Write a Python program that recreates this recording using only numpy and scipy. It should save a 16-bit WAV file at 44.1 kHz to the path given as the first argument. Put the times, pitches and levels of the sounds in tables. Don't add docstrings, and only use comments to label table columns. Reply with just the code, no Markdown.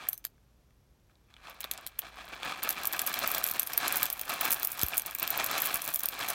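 import sys
import numpy as np
from scipy import signal
from scipy.fft import rfft, irfft
from scipy.io import wavfile

SR = 44100
rng = np.random.default_rng(int(sys.argv[2]) if len(sys.argv) > 2 else 0)


def to_wav(sig):
    pcm = np.clip(np.atleast_2d(sig), -1, 1) * 32767
    pcm = np.round(pcm).astype(np.int16)
    wavfile.write(sys.argv[1], SR, pcm.T)


N = 279584
T = np.arange(N) / SR
POUR_S, POUR_BUILD_S = 2.62, 0.76


def undb(db):
    return 10 ** (np.asarray(db) / 20)


def unit(x):
    return x / np.sqrt(np.mean(x ** 2))


def follow(curve):
    return undb(np.interp(T, *np.transpose(curve)))


def add(out, s, sound):
    i = int(np.clip(s * SR, 0, N))
    out[i:i + len(sound)] += sound[:N - i]


def response(colour, size=1024):
    hz, db = np.transpose(colour)
    bins = np.maximum(np.arange(size // 2 + 1) * SR / size, 1)
    log_gain = np.log(undb(np.interp(np.log(bins), np.log(hz), db)))
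    cepstrum = irfft(log_gain)
    cepstrum[1:size // 2] *= 2
    cepstrum[size // 2 + 1:] = 0
    return irfft(np.exp(rfft(cepstrum)))


def through(x, ir):
    return signal.oaconvolve(x, ir)[:len(x)]


def resonate(x, hz, width_hz):
    b, a = signal.iirpeak(min(hz, SR * .45), hz / width_hz, SR)
    return signal.lfilter(b, a, x + 1e-18)


def fade(t60, size):
    return np.exp(-np.log(1000) * T[:size] / t60)


def blow(x, db):
    return x * undb(db) * np.sqrt(.004 * SR / np.sum(x ** 2))


def contacts(per_s, spread_db, size=4096):
    gap, strength, sign = rng.random((size, 3)).T
    at = (np.cumsum(-np.log(1 - gap)) * SR / per_s).astype(int)
    excess_db = spread_db * np.minimum(-np.log(1 - strength), np.pi)
    hits = np.sign(sign - .5) * undb(excess_db)
    return unit(np.bincount(at[at < N], hits[at < N], N))


def rustle(hits, t60):
    keep = np.exp(-np.log(1000) / (t60 * SR))
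    power = signal.lfilter([1], [1, -keep], hits ** 2 + 1e-18)
    return unit(np.sqrt(power) * rng.standard_normal(N))


def snap(t60, grit, size=1024):
    x = grit * rng.standard_normal(size) * fade(t60, size)
    x[0] += 1
    return x


def surges(rows, spill_share=0.52, settle_share=0.76):
    power = np.zeros(N)
    for s, db, length in rows:
        near = slice(*np.searchsorted(T, [s - 2 * length, s + 6 * length]))
        age = (T[near] - s) / length
        loss = np.where(age < 0, (age / spill_share) ** 2, age / settle_share)
        power[near] += undb(db) ** 2 * np.exp(-2 * loss)
    return np.sqrt(power)


def muffled(x, edge_hz=4800, deep_db=-5, leaves_s=2.7, arrives_s=3.2):
    low = signal.sosfiltfilt(signal.butter(2, edge_hz, fs=SR, output="sos"), x)
    return low + (x - low) * undb(np.interp(T, [leaves_s, arrives_s], [deep_db, 0]))


# (t/s, level/dB)
CREEP = [(0, -46.5), (.2, -80), (1.05, -93), (1.27, -78), (1.4, -63), (1.55, -60), (1.85, -65), (1.95, -64),
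         (2.08, -55), (2.5, -47), (3.4, -40.5), (3.65, -51), (4.15, -50), (4.5, -47), (5.13, -53.5),
         (5.6, -48), (6, -56), (6.34, -46)]
# (t/s at the peak, level/dB, length/s)
SLIDES = [(.035, -46.5, 0.059), (1.11, -72, 0.034), (1.31, -64.5, 0.04), (1.475, -47, 0.072),
          (1.65, -53.5, 0.1), (1.77, -49, 0.12), (2.05, -44.5, 0.041), (2.19, -46.5, 0.077),
          (2.28, -51, 0.029), (2.34, -42.5, 0.036), (2.49, -36.5, 0.11), (2.66, -36, .07),
          (2.79, -39.5, 0.063), (2.95, -36.5, 0.044), (3.08, -40, 0.096), (3.19, -36, .07),
          (3.245, -29, 0.041), (3.38, -39, 0.14), (3.56, -41.5, 0.057), (3.72, -38.5, 0.063),
          (3.85, -33, 0.1), (3.95, -37.5, 0.11), (4.02, -35.5, .06), (4.31, -32, 0.059), (4.45, -32, 0.11),
          (4.62, -41.5, 0.053), (4.81, -41.5, 0.095), (4.94, -40.5, 0.063), (5.08, -44, 0.07),
          (5.24, -37, .08), (5.35, -37, 0.082), (5.405, -31.5, 0.058), (5.55, -33, .15), (5.72, -38.5, 0.2),
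          (5.89, -38, 0.044), (6.045, -41.5, 0.038), (6.135, -39.5, .04), (6.22, -34.5, 0.073),
          (6.31, -38.5, 0.052)]
# (t/s, level/dB over 4 ms before the cavity,
# f/Hz of the struck fold)
BAG_KNOCKS = [(.031, -61, 2420), (.07, -43, 1930), (.38, -69, 1550), (0.707, -69.5, 1900),
              (1.097, -67, 1400), (1.155, -66, 3900), (1.34, -53, 3520), (1.366, -51.5, 2960),
              (1.631, -43, 3800), (1.642, -32.5, 3600), (1.648, -40.5, 583), (1.785, -48.5, 710),
              (2.019, -45, 2980), (2.431, -34.5, 3600), (2.45, -53, 2240), (2.846, -33.5, 1170),
              (3.2434, -30, 1303), (3.631, -45, 3150), (3.851, -31.5, 1000), (3.945, -34, 1480),
              (4.022, -33.5, 1360), (4.234, -42.5, 2340), (4.935, -33, 2530), (5.153, -42.5, 2230),
              (5.398, -33, 2270)]
# (f/Hz, level/dB)
BAG_WALL = [(30, -38), (60, -22.5), (150, -9), (210, -9), (290, -5.5), (410, -6.5), (570, -8), (760, -3.5),
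            (1450, -1.5), (1950, -7), (2400, -6), (3100, -8), (4000, -8.5), (4900, -10.5), (8000, -15),
            (16000, -24.5)]
# (f/Hz, width/Hz, level/dB)
BAG_CAVITY = [(760, 53, -4.5), (2328, 240, -4), (3500, 91, -12)]


def bag(shiver_db=-6, fold_db=8, fold_q=7, knock_fold_db=14, knock_fold_q=6, clack_db=-19):
    motion = np.hypot(follow(CREEP), surges(SLIDES))
    wall, drumming = response(BAG_WALL), 0
    for hz in np.geomspace(550, 4000, num=10):
        hits = contacts(per_s=85, spread_db=2.0)
        hits = hits + undb(shiver_db) * rustle(hits, t60=0.044)
        drumming = drumming + hits + undb(fold_db) * resonate(hits, hz, hz / fold_q)
    drumming = muffled(unit(through(drumming, wall)))
    clacks = unit(through(contacts(per_s=130, spread_db=12.5), response(BEAN_CLICK)))
    out = (drumming + undb(clack_db) * clacks) * motion
    for s, db, hz in BAG_KNOCKS:
        knock = through(snap(t60=0.012, grit=0.3), wall)
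        fold = undb(knock_fold_db) * resonate(knock, hz, hz / knock_fold_q)
        add(out, s, blow(knock + fold, db))
    cavity = sum(undb(db) * resonate(out, hz, width) for hz, width, db in BAG_CAVITY)
    return out + cavity


# (f/Hz, level/dB)
ROOM_AIR = [(20, -27.5), (35, -8), (60, -14), (130, -14.5), (200, -21), (330, -25), (860, -32.5),
            (2000, -39.5), (5700, -42.5), (10000, -47.5), (16000, -48.5)]


def kitchen(air_db=-66, hum_hz=55, hum_db=-68):
    air, hum = rng.standard_normal((2, N))
    air = unit(through(air, response(ROOM_AIR, size=8192)))
    hum = unit(resonate(resonate(hum, hum_hz, 5.1), hum_hz, 10))
    return undb(air_db) * air + undb(hum_db) * hum


def whine(hz=5812, level_db=-88, octave_db=5, pulse_hz=30):
    gate = np.clip(.5 + 2 * np.sin(2 * np.pi * pulse_hz * T), 0, 1)
    jitter = 0.0117 * np.cumsum(rng.standard_normal(N))
    phase = 2 * np.pi * hz * T + jitter
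    return undb(level_db) * gate * (np.sin(phase) + undb(octave_db) * np.sin(2 * phase))


def stray_beans(level_db=-39, spread_db=2, knock_db=-4, knock_spread_db=3, count=22):
    when = POUR_S + (np.arange(count) + rng.random(count)) / count * (T[-1] - POUR_S)
    size, knock = rng.standard_normal((count, 2)).T
    return list(zip(when, level_db + spread_db * size, knock_db + knock_spread_db * knock))


# (t/s, level/dB of the brittle click over 4 ms,
# level/dB of the hollow knock relative to the click)
BEANS = [(0.0883, -21.5, -21), (.1316, -30, -13), (0.1782, -41.5, -19), (0.2427, -52.5, 2),
         (0.251, -30.5, -4.5), (.2677, -45, -7), (1.4981, -48.5, -10), (1.606, -35, -7), (1.612, -43, 1),
         (1.643, -41, -13), (1.7135, -28.5, -3), (1.7372, -46, 1.5), (1.777, -51, 8.5), (1.8658, -35, -5),
         (1.873, -39.5, -3), (1.99, -29, -17), (1.992, -28.5, -8.5), (2.6312, -31.5, -5),
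         (2.6361, -29.5, -12), (2.6915, -24, -8.5), (2.707, -29, -9), (2.855, -29, -7),
         (2.8725, -22.5, -23), (2.9272, -31.5, -12), (2.933, -31, -3), (2.9933, -28, 0.5),
         (3.0174, -26.5, -23), (3.0655, -28, -13), (3.0746, -29, -3), (3.141, -30, -0.5),
         (3.1903, -28, -11), (3.2763, -24, -19), (3.316, -26, -19), (3.3483, -28.5, -3), (3.3818, -28, -9),
         (3.441, -22, -9), (3.4655, -30, -7), (3.488, -31, -6.5), (3.5124, -28.5, -17),
         (3.5962, -20, -13.5), (3.631, -29.5, -12), (3.673, -31.5, -9), (3.7339, -32.5, -2.5),
         (3.7777, -18.5, -12), (3.8805, -26.5, -3), (3.925, -25.5, -20), (3.969, -26, -24),
         (4.0307, -20.5, -11), (4.0562, -27.5, -11), (4.1017, -28.5, -9.5), (4.128, -27.5, -18),
         (4.195, -34.5, -5), (4.214, -29, -21), (4.411, -24, -21), (4.4535, -25, -20), (4.507, -24.5, -12),
         (4.6313, -27.5, -11), (4.6484, -25.5, -16), (4.673, -26, -22), (4.815, -30, -2.5),
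         (4.833, -20.5, -17), (4.865, -32, -13), (4.8845, -30.5, -9), (4.971, -28.5, -14),
         (4.9799, -19.5, -17), (4.997, -31, -7), (5.02, -36, -10), (5.1504, -29, -35), (5.198, -30, -20),
         (5.229, -25, -19), (5.277, -29.5, -3.5), (5.3046, -23.5, -25), (5.3763, -27, -20),
         (5.443, -27, -7), (5.4632, -28, -17), (5.5132, -32, -4), (5.58, -31, -1.5), (5.602, -33, -7),
         (5.62, -23.5, -21), (5.658, -27.5, -26), (5.7435, -24, -28), (5.8194, -32.5, -3.5),
         (5.9396, -29, -14), (5.9446, -23.5, -35), (5.9595, -25, -11), (5.9943, -28.5, -32.5),
         (6.035, -27.5, -11), (6.058, -25, -14), (6.0869, -27, -10.5), (6.2864, -30, -7),
         (6.3034, -28.5, -23)]
# (f/Hz, level/dB)
BEAN_CLICK = [(500, -18.5), (3000, -23), (6000, -12.5), (8600, -9), (10400, -6.5), (11500, -4),
              (13200, -2.5), (15500, -3), (17000, -21.5)]
# (f/Hz, level/dB)
BEAN_KNOCK = [(100, -32.5), (350, -25), (600, -5), (1100, -10.5), (3500, 2), (5500, 0), (8000, 3.5),
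              (14000, -46)]


def falling_beans(husk_hz=13000, husk_octaves_per_db=0.01, husk_spread=0.15, husk_width_hz=900, husk_db=8,
                  usual_knock_db=-13, rebound_db=-9, brush_db=-13, hop_db=-18):
    out, bright, hollow = np.zeros(N), response(BEAN_CLICK), response(BEAN_KNOCK)
    for s, db, knock_db in BEANS + stray_beans():
        octaves = husk_octaves_per_db * (usual_knock_db - knock_db)
        octaves = octaves + husk_spread * (2 * rng.random() - 1)
        click = through(snap(t60=0.0028, grit=0.3), bright)
        click = click + undb(husk_db) * resonate(click, husk_hz * 2 ** octaves, husk_width_hz)
        knock = through(snap(t60=0.0046, grit=0.2), hollow)
        bean = blow(click, db) + blow(knock, db + knock_db)
        add(out, s, bean)
        add(out, s + rng.uniform(0.000546, 0.00336), undb(rebound_db) * bean)
        brush = through(rng.standard_normal(130) * np.hanning(130), bright)
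        add(out, s - len(brush) / SR, blow(brush, db + brush_db + 3 * rng.standard_normal()))
        add(out, s + rng.uniform(0.006, 0.011), undb(hop_db + 2 * rng.standard_normal()) * bean)
    return out


def pouring():
    return np.sqrt(np.clip((T - POUR_S) / POUR_BUILD_S, 0, 1))


# (t/s at the peak, level/dB before clump_db, length/s)
CLUMPS = [(2.69, -33, 0.029), (3.08, -30.5, 0.022), (3.305, -30, .05), (3.5, -36, 0.067),
          (3.96, -29, 0.035), (4.2, -36, 0.033), (4.31, -33.5, 0.036), (4.44, -38, 0.054),
          (4.525, -30, 0.055), (4.65, -34, 0.058), (4.73, -34.5, 0.029), (4.87, -36, 0.061),
          (5.07, -37, 0.029), (5.64, -28, 0.049), (5.75, -32, 0.031), (5.86, -34, 0.064), (6.3, -41, 0.038)]


def heap(clump_db=-1, trickle_db=-52, jostle_db=-21, jostle_t60=.11, scrape_db=-7, size=8192):
    ticks, jostled = 0, np.zeros(N)
    for hz in (10400, 12000, 13300, 15000):
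        hits = contacts(per_s=100, spread_db=7.5)
        hits = hits + undb(scrape_db) * rustle(hits, t60=0.0059)
        ticks = ticks + hits + 0.49 * resonate(hits, hz, 1000)
    for s, db, _ in BEANS:
        add(jostled, s, (undb(db + jostle_db) * fade(jostle_t60, size)) ** 2)
    clumps = undb(clump_db) * surges(CLUMPS)
    trickle = undb(trickle_db) * pouring()
    motion = np.sqrt(jostled + clumps ** 2 + trickle ** 2)
    return unit(through(ticks, response(BEAN_CLICK))) * motion


# (t/s, level/dB applied to the whole ring)
GLASS_HITS = [(0.125, -51), (3.597, -46), (4.074, -48), (6.286, -40.5)]
# (f/Hz, relative level/dB, t60/s)
BOWL_MODES = [(2290, -9, .09), (4050, -7, .12), (6205, 0, .17), (8317, -10, .12)]


def bowl(beans, through_heap_db=-56, size=16384):
    ring = sum(undb(db) * np.sin(2 * np.pi * hz * T[:size]) * fade(t60, size) for hz, db, t60 in BOWL_MODES)
    out = undb(through_heap_db) * through(beans, ring)
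    for s, db in GLASS_HITS:
        add(out, s, undb(db) * ring)
    return out


def bump(s=4.833, hz=62, t60=0.068, thud_db=-28, push_db=-23, push_s=0.00058, size=8192):
    out, t = np.zeros(N), T[:size]
    add(out, s, -undb(push_db) * t / push_s * np.exp(1 - t / push_s))
    add(out, s + 0.0012, undb(thud_db) * np.sin(2 * np.pi * hz * t) * fade(t60, size))
    return out


def room(x, near_db=-13, near_t60=0.012, far_db=-17, far_t60=0.068, size=16384):
    near = rng.standard_normal(size) * fade(near_t60, size) * (T[:size] > .001)
    far = rng.standard_normal(size) * fade(far_t60, size) * (T[:size] > .006)
    near = undb(near_db) * near / np.linalg.norm(near)
    far = undb(far_db) * far / np.linalg.norm(far)
    return x + through(x, near + far)


def scene():
    beans = falling_beans() + heap()
    poured = room(beans + bag() + bowl(beans))
    return (poured + bump() + kitchen() + whine())[None]


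def record(dry, bass_hz=29, top_hz=16000):
    dry = signal.sosfilt(signal.butter(8, bass_hz, "high", fs=SR, output="sos"), dry)
    return signal.sosfilt(signal.ellip(8, .2, 70, top_hz, fs=SR, output="sos"), dry)


dry = scene()
out = record(dry)
to_wav(out)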